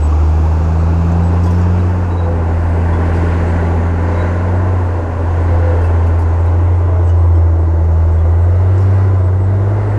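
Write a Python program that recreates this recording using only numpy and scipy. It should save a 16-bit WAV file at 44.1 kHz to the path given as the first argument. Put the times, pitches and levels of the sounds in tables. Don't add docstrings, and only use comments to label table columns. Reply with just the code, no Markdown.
import sys
import numpy as np
from scipy import signal
from scipy.fft import rfft, irfft
from scipy.io import wavfile
from scipy.ndimage import uniform_filter1d, minimum_filter1d

SR = 44100
rng = np.random.default_rng(int(sys.argv[2]) if len(sys.argv) > 2 else 0)


def invert_db(x):
    u = np.asarray(x, float) / 20
    return 10 ** u


def wrap_up_sound(samples):
    columns = np.atleast_2d(samples).T
    tamed = np.clip(columns, -1, 1)
    steps = np.round(tamed * 32767).astype(np.int16)
    wavfile.write(sys.argv[1], SR, steps)


N = 440118

# time in seconds, firing rate in Hz, level in dB.
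FAR_MACHINE = [
    (0, 46.67, -42),
    (1.5, 47, -39),
    (2.2, 47.2, -32),
    (3.5, 47.4, -31.5),
    (4.2, 47.6, -40),
    (9.98, 45.2, -43.5),
]
# time in seconds, level in dB.
FAN = [
    (0, -37),
    (.7, -35),
    (1.2, -51),
    (9.98, -51.5),
]
# time in seconds, level in dB.
RUMBLE = [
    (0, -36),
    (1.5, -40.5),
    (2.5, -31.5),
    (4, -38),
    (5.5, -29.5),
    (6.5, -35.5),
    (8, -37),
    (9.98, -36),
]
# time in seconds, rattle in dB, treble above it in dB, loudest ring in Hz.
CLANKS = [(1.116, -50, -12, 6100), (1.33, -55.5, -14, 8900), (1.434, -44, -13.5, 7700),
          (1.457, -44.5, -11, 8420), (1.505, -46, -7.5, 8600), (1.542, -55.5, -16, 5400),
          (1.582, -53, -4, 12180), (1.611, -48.5, -14, 6600), (2.041, -59, -14, 2510),
          (2.929, -59, -10, 6800), (3.05, -58, -5, 9584), (3.145, -51, -11, 8750), (3.163, -51.5, -6, 4770),
          (4.02, -58, -11, 8264), (5.4, -61, -3, 7855), (5.812, -56.5, 0.5, 3150), (5.843, -50.5, -7, 2650),
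          (6.067, -53, -4, 2650), (6.188, -53, 3.5, 10700), (6.215, -52.5, -6, 8790), (6.455, -60, 3, 8480),
          (7.07, -53, -13, 6900), (7.091, -51, -16, 2944), (7.351, -58, -18, 3130), (7.838, -62, -2, 7540),
          (8.184, -59, -15, 3377), (8.55, -62, -4, 3950), (8.777, -50, -21, 6137), (8.816, -52, -13, 12020),
          (8.8, -55.5, -2.5, 12180)]
# start in seconds, pitch in Hz, level in dB, 60 dB decay in seconds.
PLATES = [(.123, 1150, -28, .08), (1.432, 5500, -51, .15), (1.436, 12480, -64, .25),
          (1.465, 3350, -50, .15), (1.503, 12100, -62, .15), (1.54, 5300, -56, .2), (1.6, 5700, -56, .2),
          (5.835, 8600, -59, .15), (5.84, 10030, -67, .3), (2.928, 3385, -52, .3), (7.351, 5320, -61, .35),
          (8.8, 5545, -63, .6), (5.84, 2650, -47, .12), (1.47, 1000, -31, .3)]
# start in seconds, length in seconds, level in dB.
PIN_SQUEAKS = [(.435, .025, -62), (1.152, .018, -60), (1.22, .025, -54), (1.522, .032, -55),
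               (1.79, .025, -48), (2.099, .05, -51), (2.165, .05, -49), (2.222, .045, -52),
               (4.134, .04, -53), (4.17, .06, -48), (4.248, .029, -54), (6.462, .04, -57)]
# start in seconds, level in dB.
IDLER_CHIRPS = [(.005, -47.5), (.26, -66), (.33, -68), (.77, -64), (1.225, -58), (2.34, -66), (2.74, -70),
                (3.128, -60), (3.46, -59), (4.531, -62), (5.398, -64), (5.94, -70), (6.36, -64),
                (6.59, -69), (6.73, -71), (7.039, -61), (7.17, -64), (7.23, -65), (7.319, -66), (7.58, -67),
                (8.1, -67), (8.387, -64), (8.49, -72), (8.727, -63), (8.92, -67), (9.16, -71), (9.22, -66),
                (9.39, -66), (9.86, -67)]
# start in seconds, length in seconds, pitch in Hz, level in dB, glide in Hz.
HOWLS = [
    (1.72, .2, 506, -33, 0),
    (2.15, .3, 506, -30, 0),
    (2.75, .3, 445, -33, 0),
    (4.08, .2, 506, -32, 0),
    (4.1, .25, 600, -36, 15),
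    (5.49, .32, 508, -26.5, 0),
    (5.7, .2, 440, -33, 0),
    (6.83, .33, 685, -35, -125),
    (8.9, .3, 1010, -40, 0),
]
PIN_HZ, IDLER_HZ, CHIRP_S = 3886, 7904, .075
GRIND_S, GRIND_LENGTH_S, GRIND_DB = 1.425, .26, -53
RING_DB, RING_DB_PER_OCTAVE = 13, -9

# time in seconds, firing rate in Hz.
SPEED = [(0, 75.2), (1.15, 84.9), (1.93, 90), (2.4, 84.4), (3.9, 84.9), (4.3, 87.6), (4.63, 92),
         (5.15, 85.6), (6.3, 84), (6.75, 88), (7.5, 83.3), (7.8, 82.3), (8.24, 82), (8.8, 95.7),
         (9.1, 96.2), (9.25, 91.2), (9.72, 101.4), (9.98, 103)]
FLYWHEEL_S = .08
VALVE_DB, FIRST_VALVE_HALF, END_VALVE_HALF = -46, 19, 31
# line in sixths of the firing rate, level in dB.
SIXTHS = [(3, -33.5), (4, -40), (5, -40.5), (8, -38.5), (9, -46.5), (10, -50.5), (18, -43), (20, -55.5),
          (24, -43), (30, -46), (39, -48.5), (42, -47.5), (21, -45), (41, -47)]
# time in seconds, hum level in dB, octave level in dB.
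STACK_DB = [(0, -10, -31.5), (.7, -11, -22.5), (1.2, -11.5, -18), (1.88, -11.5, -21), (2.1, -14.5, -27),
            (2.6, -13, -25), (4.3, -13.5, -24), (4.7, -12.5, -30.5), (5.08, -16, -55), (5.65, -11.5, -34.5),
            (6.55, -9.5, -37.5), (6.85, -12, -50), (7.2, -8, -44), (7.8, -10, -29), (8.5, -9.5, -37),
            (8.95, -9, -30.5), (9.55, -11, -30), (9.98, -12, -39)]
# time in seconds, view (rear 0, side 1, front 2).
FACING = [
    (0, 0.),
    (1.6, 0.38),
    (2.8, 0.93),
    (6.2, 1.1),
    (6.9, 1.68),
    (9.4, 2.01),
    (9.98, 1.25),
]
# time in seconds, effort in dB.
EFFORT = [(0, 1.5), (.9, 1.5), (1.75, 2.5), (2.2, 0), (2.75, 2.5), (3.3, 6.5), (3.65, 5.5), (3.95, 3.5),
          (4.22, 6.5), (4.55, 3), (5.1, 1), (5.6, 4), (6.3, 0.5), (7.5, -3.5), (8.4, -2), (8.95, 1.5),
          (9.35, -2.5), (9.98, 2)]
# dB per dB of effort, dB from the rear, dB from the front.
ROAR_LAW = [
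    (0.51, .5, -1.5),
    (-0.03, -2, -5.5),
    (1.41, -0.5, 0),
    (0.89, 6.5, -1),
]
ROAR_EDGES_HZ = (360, 900, 1900, 5000)
# frequency in Hz, level in dB.
ROAR_COLOUR = [(230, -5), (330, 1.06), (560, -2), (900, -4.5), (1200, -10.5), (1700, -16), (2100, -24.5),
               (2700, -28), (3400, -37.5), (4500, -39.5), (7000, -40), (9000, -48.5), (12000, -55),
               (15000, -68)]
# resonance in Hz, width in Hz, boost in dB.
PANELS_REAR = [(303, 20, 2), (390, 40, -2), (577, 120, -4.5), (825, 50, 2), (1180, 140, 4.5),
               (1500, 260, 2), (1820, 490, -5.5), (2550, 220, 4.5), (7800, 700, 2), (8600, 770, -10),
               (9800, 1000, -1), (13000, 2000, -0.5)]
PANELS_SIDE = [(241, 33, 5.5), (300, 8.3, 1.5), (434, 17, -1), (499, 7.1, 4.5), (880, 40, 1), (977, 58, 3),
               (1260, 75, -9), (1450, 140, 3.5), (2010, 140, 4.5), (4470, 540, 3), (7300, 1200, 1),
               (8600, 600, 0), (10100, 900, 2.5), (11300, 1000, -6.5)]
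PANELS_FRONT = [(233, 77, -8.5), (327, 46, 7), (498, 13, 3), (1000, 46, 2), (1747, 85, -7.5),
                (1990, 230, 5), (2250, 150, -4), (2650, 130, -3), (4300, 500, 3), (5700, 200, 4.5),
                (7200, 1100, 2.5), (10000, 1000, 6), (11500, 1000, -3)]


def curves(table):
    s, *columns = np.transpose(table)
    return [np.interp(np.arange(N) / SR, s, c) for c in columns]


def unit(x):
    return x / np.sqrt(np.mean(x ** 2))


def walk(rate):
    hold = int(SR / rate)
    steps = np.repeat(rng.standard_normal(N // hold + 1), hold)
    return unit(uniform_filter1d(uniform_filter1d(steps, hold), hold)[:N])


def shape(x, db_of_hz):
    hz = np.fft.rfftfreq(N + N % 2, 1 / SR) + 1
    return irfft(rfft(x, N + N % 2) * invert_db(db_of_hz(hz)))[:N]


def band_noise(lo_hz, hi_hz):
    octave = np.log2(np.fft.rfftfreq(N + N % 2, 1 / SR) + 1)
    place = (octave - np.log2(lo_hz)) / np.log2(hi_hz / lo_hz)
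    window = np.sin(np.pi * np.clip(place, 0, 1))
    return unit(irfft(window * rfft(rng.standard_normal(N + N % 2)))[:N])


def ring(x, hz, t60):
    pole = np.exp(2j * np.pi * hz / SR - np.log(1000) / (t60 * SR))
    return signal.lfilter([1], [1, -pole], x).imag


def far_machine():
    hz, db = curves(FAR_MACHINE)
    return np.sqrt(2) * invert_db(db + 1.1 * walk(3)) * np.sin(2 * np.pi * np.cumsum(hz) / SR)


def rumble():
    db, = curves(RUMBLE)
    low = invert_db(-1.5 + 1.7 * walk(3.9)) * band_noise(4.5, 70)
    middle = invert_db(2.5 + 2.1 * walk(4.2)) * band_noise(44, 200)
    return invert_db(db) * (low + middle)


def idler_whistle():
    t = np.arange(N) / SR
    return invert_db(-79 + 5 * walk(16)) * np.sin(2 * np.pi * IDLER_HZ * t + 1.2 * walk(40))


def squeals(table, waver_db, waver_rate):
    sound, t = 0, np.arange(N) / SR
    waver = invert_db(waver_db * walk(waver_rate) - waver_db)
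    wobble = 0.59 * walk(waver_rate)
    for s, length, hz, db, glide_hz in table:
        part = np.clip((t - s) / length, 0, 1)
        swell = np.sin(np.pi * part) ** 0.55
        cycles = hz * t + glide_hz * length * part ** 2 / 2
        sound = sound + invert_db(db) * swell * np.sin(2 * np.pi * cycles + wobble)
    return 2 * sound * waver


def grind():
    part = np.clip((np.arange(N) / SR - GRIND_S) / GRIND_LENGTH_S, 0, 1)
    envelope = np.minimum(part / .08, 1) * (1 - part) ** .6
    scrape = band_noise(3000, 9200) + .8 * band_noise(4900, 6100) + .25 * band_noise(8000, 14500)
    return invert_db(GRIND_DB + 3 * walk(60)) * envelope * scrape


def rattle(grit, lo_hz, hi_hz, luck):
    modes = sum(invert_db(-8 * place) * ring(grit, lo_hz * (hi_hz / lo_hz) ** place, .04) for place in luck)
    band = signal.butter(4, (.8 * lo_hz, .95 * hi_hz), "band", fs=SR, output="sos")
    scrape = signal.sosfilt(band, grit)
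    start = slice(0, SR // 50)
    return 0.55 * modes / modes[start].std() + .5 * scrape / scrape[start].std()


def clanks():
    sound, size = np.zeros(N + SR), SR // 4
    t = np.arange(size) / SR
    onset = np.minimum(t / .003, 1)
    for (s, low_db, treble_db, hz), luck in zip(CLANKS, rng.random((len(CLANKS), 2, 7))):
        grit = rng.standard_normal(size) * np.exp(-t / .018) * onset
        blow = invert_db(low_db) * rattle(grit, 4700, 8000, luck[0])
        blow += invert_db(low_db + treble_db) * rattle(grit, 8000, 12500, luck[1])
        ring_db = low_db + RING_DB + RING_DB_PER_OCTAVE * np.log2(hz / 2700)
        blow += invert_db(ring_db) * np.sin(2 * np.pi * hz * t) * np.exp(-t / 0.016) * onset
        sound[int(s * SR):][:size] += blow
    for s, hz, db, t60 in PLATES:
        plate = invert_db(db + 7.5 - 60 * t / t60) * np.sin(2 * np.pi * hz * t)
        sound[int(s * SR):][:size] += plate * np.minimum(t / .002, 1)
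    ticks = (rng.random(N) < 25 / SR) * invert_db(2.1 * rng.exponential(size=N))
    patter = signal.lfilter([1], [1, -np.exp(-1 / (.008 * SR))], ticks)
    return sound[:N] + invert_db(-73.5) * patter * band_noise(5000, 15500)


def cooling_fan(turns):
    db, = curves(FAN)
    return np.sqrt(2) * invert_db(db + 1.5 * walk(4)) * np.sin(2 * np.pi * turns * 7 / 3)


def valve_gear(turns):
    sound = 0
    for half in range(FIRST_VALVE_HALF, END_VALVE_HALF, 2):
        level = invert_db(VALVE_DB - .3 * (half - FIRST_VALVE_HALF) + 3 * walk(1.2))
        sound = sound + level * np.sin(np.pi * half * turns + 7 * rng.random() + .5 * walk(3))
    return sound * invert_db(.5 * curves(EFFORT)[0])


def colour_db(hz):
    table_hz, db = np.transpose(ROAR_COLOUR)
    return np.interp(np.log(hz), np.log(table_hz), db)


def knock(turns):
    at = np.flatnonzero(np.diff(np.floor(turns)))
    size = invert_db(2.5 * rng.standard_normal(len(at)))
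    sound = 0
    for cylinder in range(6):
        blows = np.zeros(N)
        blows[at[cylinder::6]] = size[cylinder::6]
        block = rng.standard_normal(SR // 10) * np.exp(-np.arange(SR // 10) / (0.024 * SR))
        sound = sound + signal.fftconvolve(blows, block)[:N]
    return unit(shape(sound, lambda hz: colour_db(hz) - 40 * (hz < 210) - 5 * np.log2(1 + hz / 1200)))


def views():
    facing = np.clip(curves(FACING)[0], 0, 2)
    return np.clip(1 - abs(facing - np.arange(3)[:, None]), 0, 1)


def body(x, panels):
    ripple = uniform_filter1d(uniform_filter1d(rng.standard_normal(SR // 2 + 2), 25), 25)
    ripple_db = 1.2 * unit(ripple)

    def gain_db(hz):
        peaks_db = sum(db / (1 + (2 * (hz - f) / width) ** 2) for f, width, db in panels)
        return ripple_db[hz.astype(int)] + peaks_db

    return shape(x, gain_db)


def roar(turns):
    rear, side, front = views()
    changes_db = np.array(ROAR_LAW) @ np.array([curves(EFFORT)[0], rear, front])
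    sound, surge = 0, walk(3)
    for hz in 200 * 2 ** np.arange(0, 6.4, 1 / 3):
        place = np.interp(np.log(hz), np.log(ROAR_EDGES_HZ), np.arange(4))
        share = np.clip(1 - abs(place - np.arange(4)), 0, 1)
        db = colour_db(hz) + 10 * np.log10(hz)
        firing_beat = .06 * np.cos(2 * np.pi * (turns + rng.random()))
        crank_beat = .06 * np.cos(2 * np.pi * (turns / 3 + rng.random()))
        flicker_db = .4 * surge + .8 * walk(1.5) + .6 * walk(12)
        level = invert_db(db + share @ changes_db + flicker_db) * (1 + firing_beat + crank_beat)
        sound = sound + level * band_noise(hz / 1.26, hz * 1.26)
    sound = unit(sound) + invert_db(-4 + changes_db[0]) * knock(turns)
    seen = rear * body(sound, PANELS_REAR) + side * body(sound, PANELS_SIDE) + front * body(sound, PANELS_FRONT)
    return invert_db(-26.0) * seen


def exhaust(turns):
    hum_db, octave_db = curves(STACK_DB)
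    hum_db = hum_db + .6 * walk(6.7) + .22 * walk(12)
    octave_db = octave_db + 1.3 * walk(4.5) + 1.2 * walk(12)
    sound = invert_db(hum_db) * np.sin(2 * np.pi * turns)
    sound += invert_db(octave_db) * np.cos(4 * np.pi * turns + .3 * walk(3))
    for sixths, db in np.array(SIXTHS):
        drift = .3 * walk(1.5)
        sound += invert_db(db + 2.5 * walk(2.5)) * np.sin(2 * np.pi * (np.round(sixths) * turns / 6 + drift))
    return np.sqrt(2) * sound


def crank():
    hz = uniform_filter1d(curves(SPEED)[0], size=int(FLYWHEEL_S * SR), mode="nearest")
    return np.cumsum(hz * (1 + .0015 * walk(12))) / SR


def scene():
    turns = crank()
    squeaks = [(s, length, PIN_HZ, db, 0) for s, length, db in PIN_SQUEAKS]
    squeaks += [(s, CHIRP_S, IDLER_HZ, db, 0) for s, db in IDLER_CHIRPS]
    tones = idler_whistle() + squeals(squeaks, 2.5, 60) + squeals(HOWLS, 2.2, 20)
    tracks = rumble() + tones + grind() + clanks()
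    engine = cooling_fan(turns) + valve_gear(turns) + roar(turns) + exhaust(turns)
    return (far_machine() + tracks + engine)[None]


def roll_off(x):
    return signal.sosfilt(signal.butter(12, 15720, fs=SR, output="sos"), x)


def record(dry):
    duck = np.minimum(1, .635 / (abs(dry) + 1e-9))
    duck = minimum_filter1d(duck, size=401)
    duck = uniform_filter1d(uniform_filter1d(duck, size=201), size=201)
    return roll_off(dry * duck)


dry = scene()
out = record(dry)
wrap_up_sound(out)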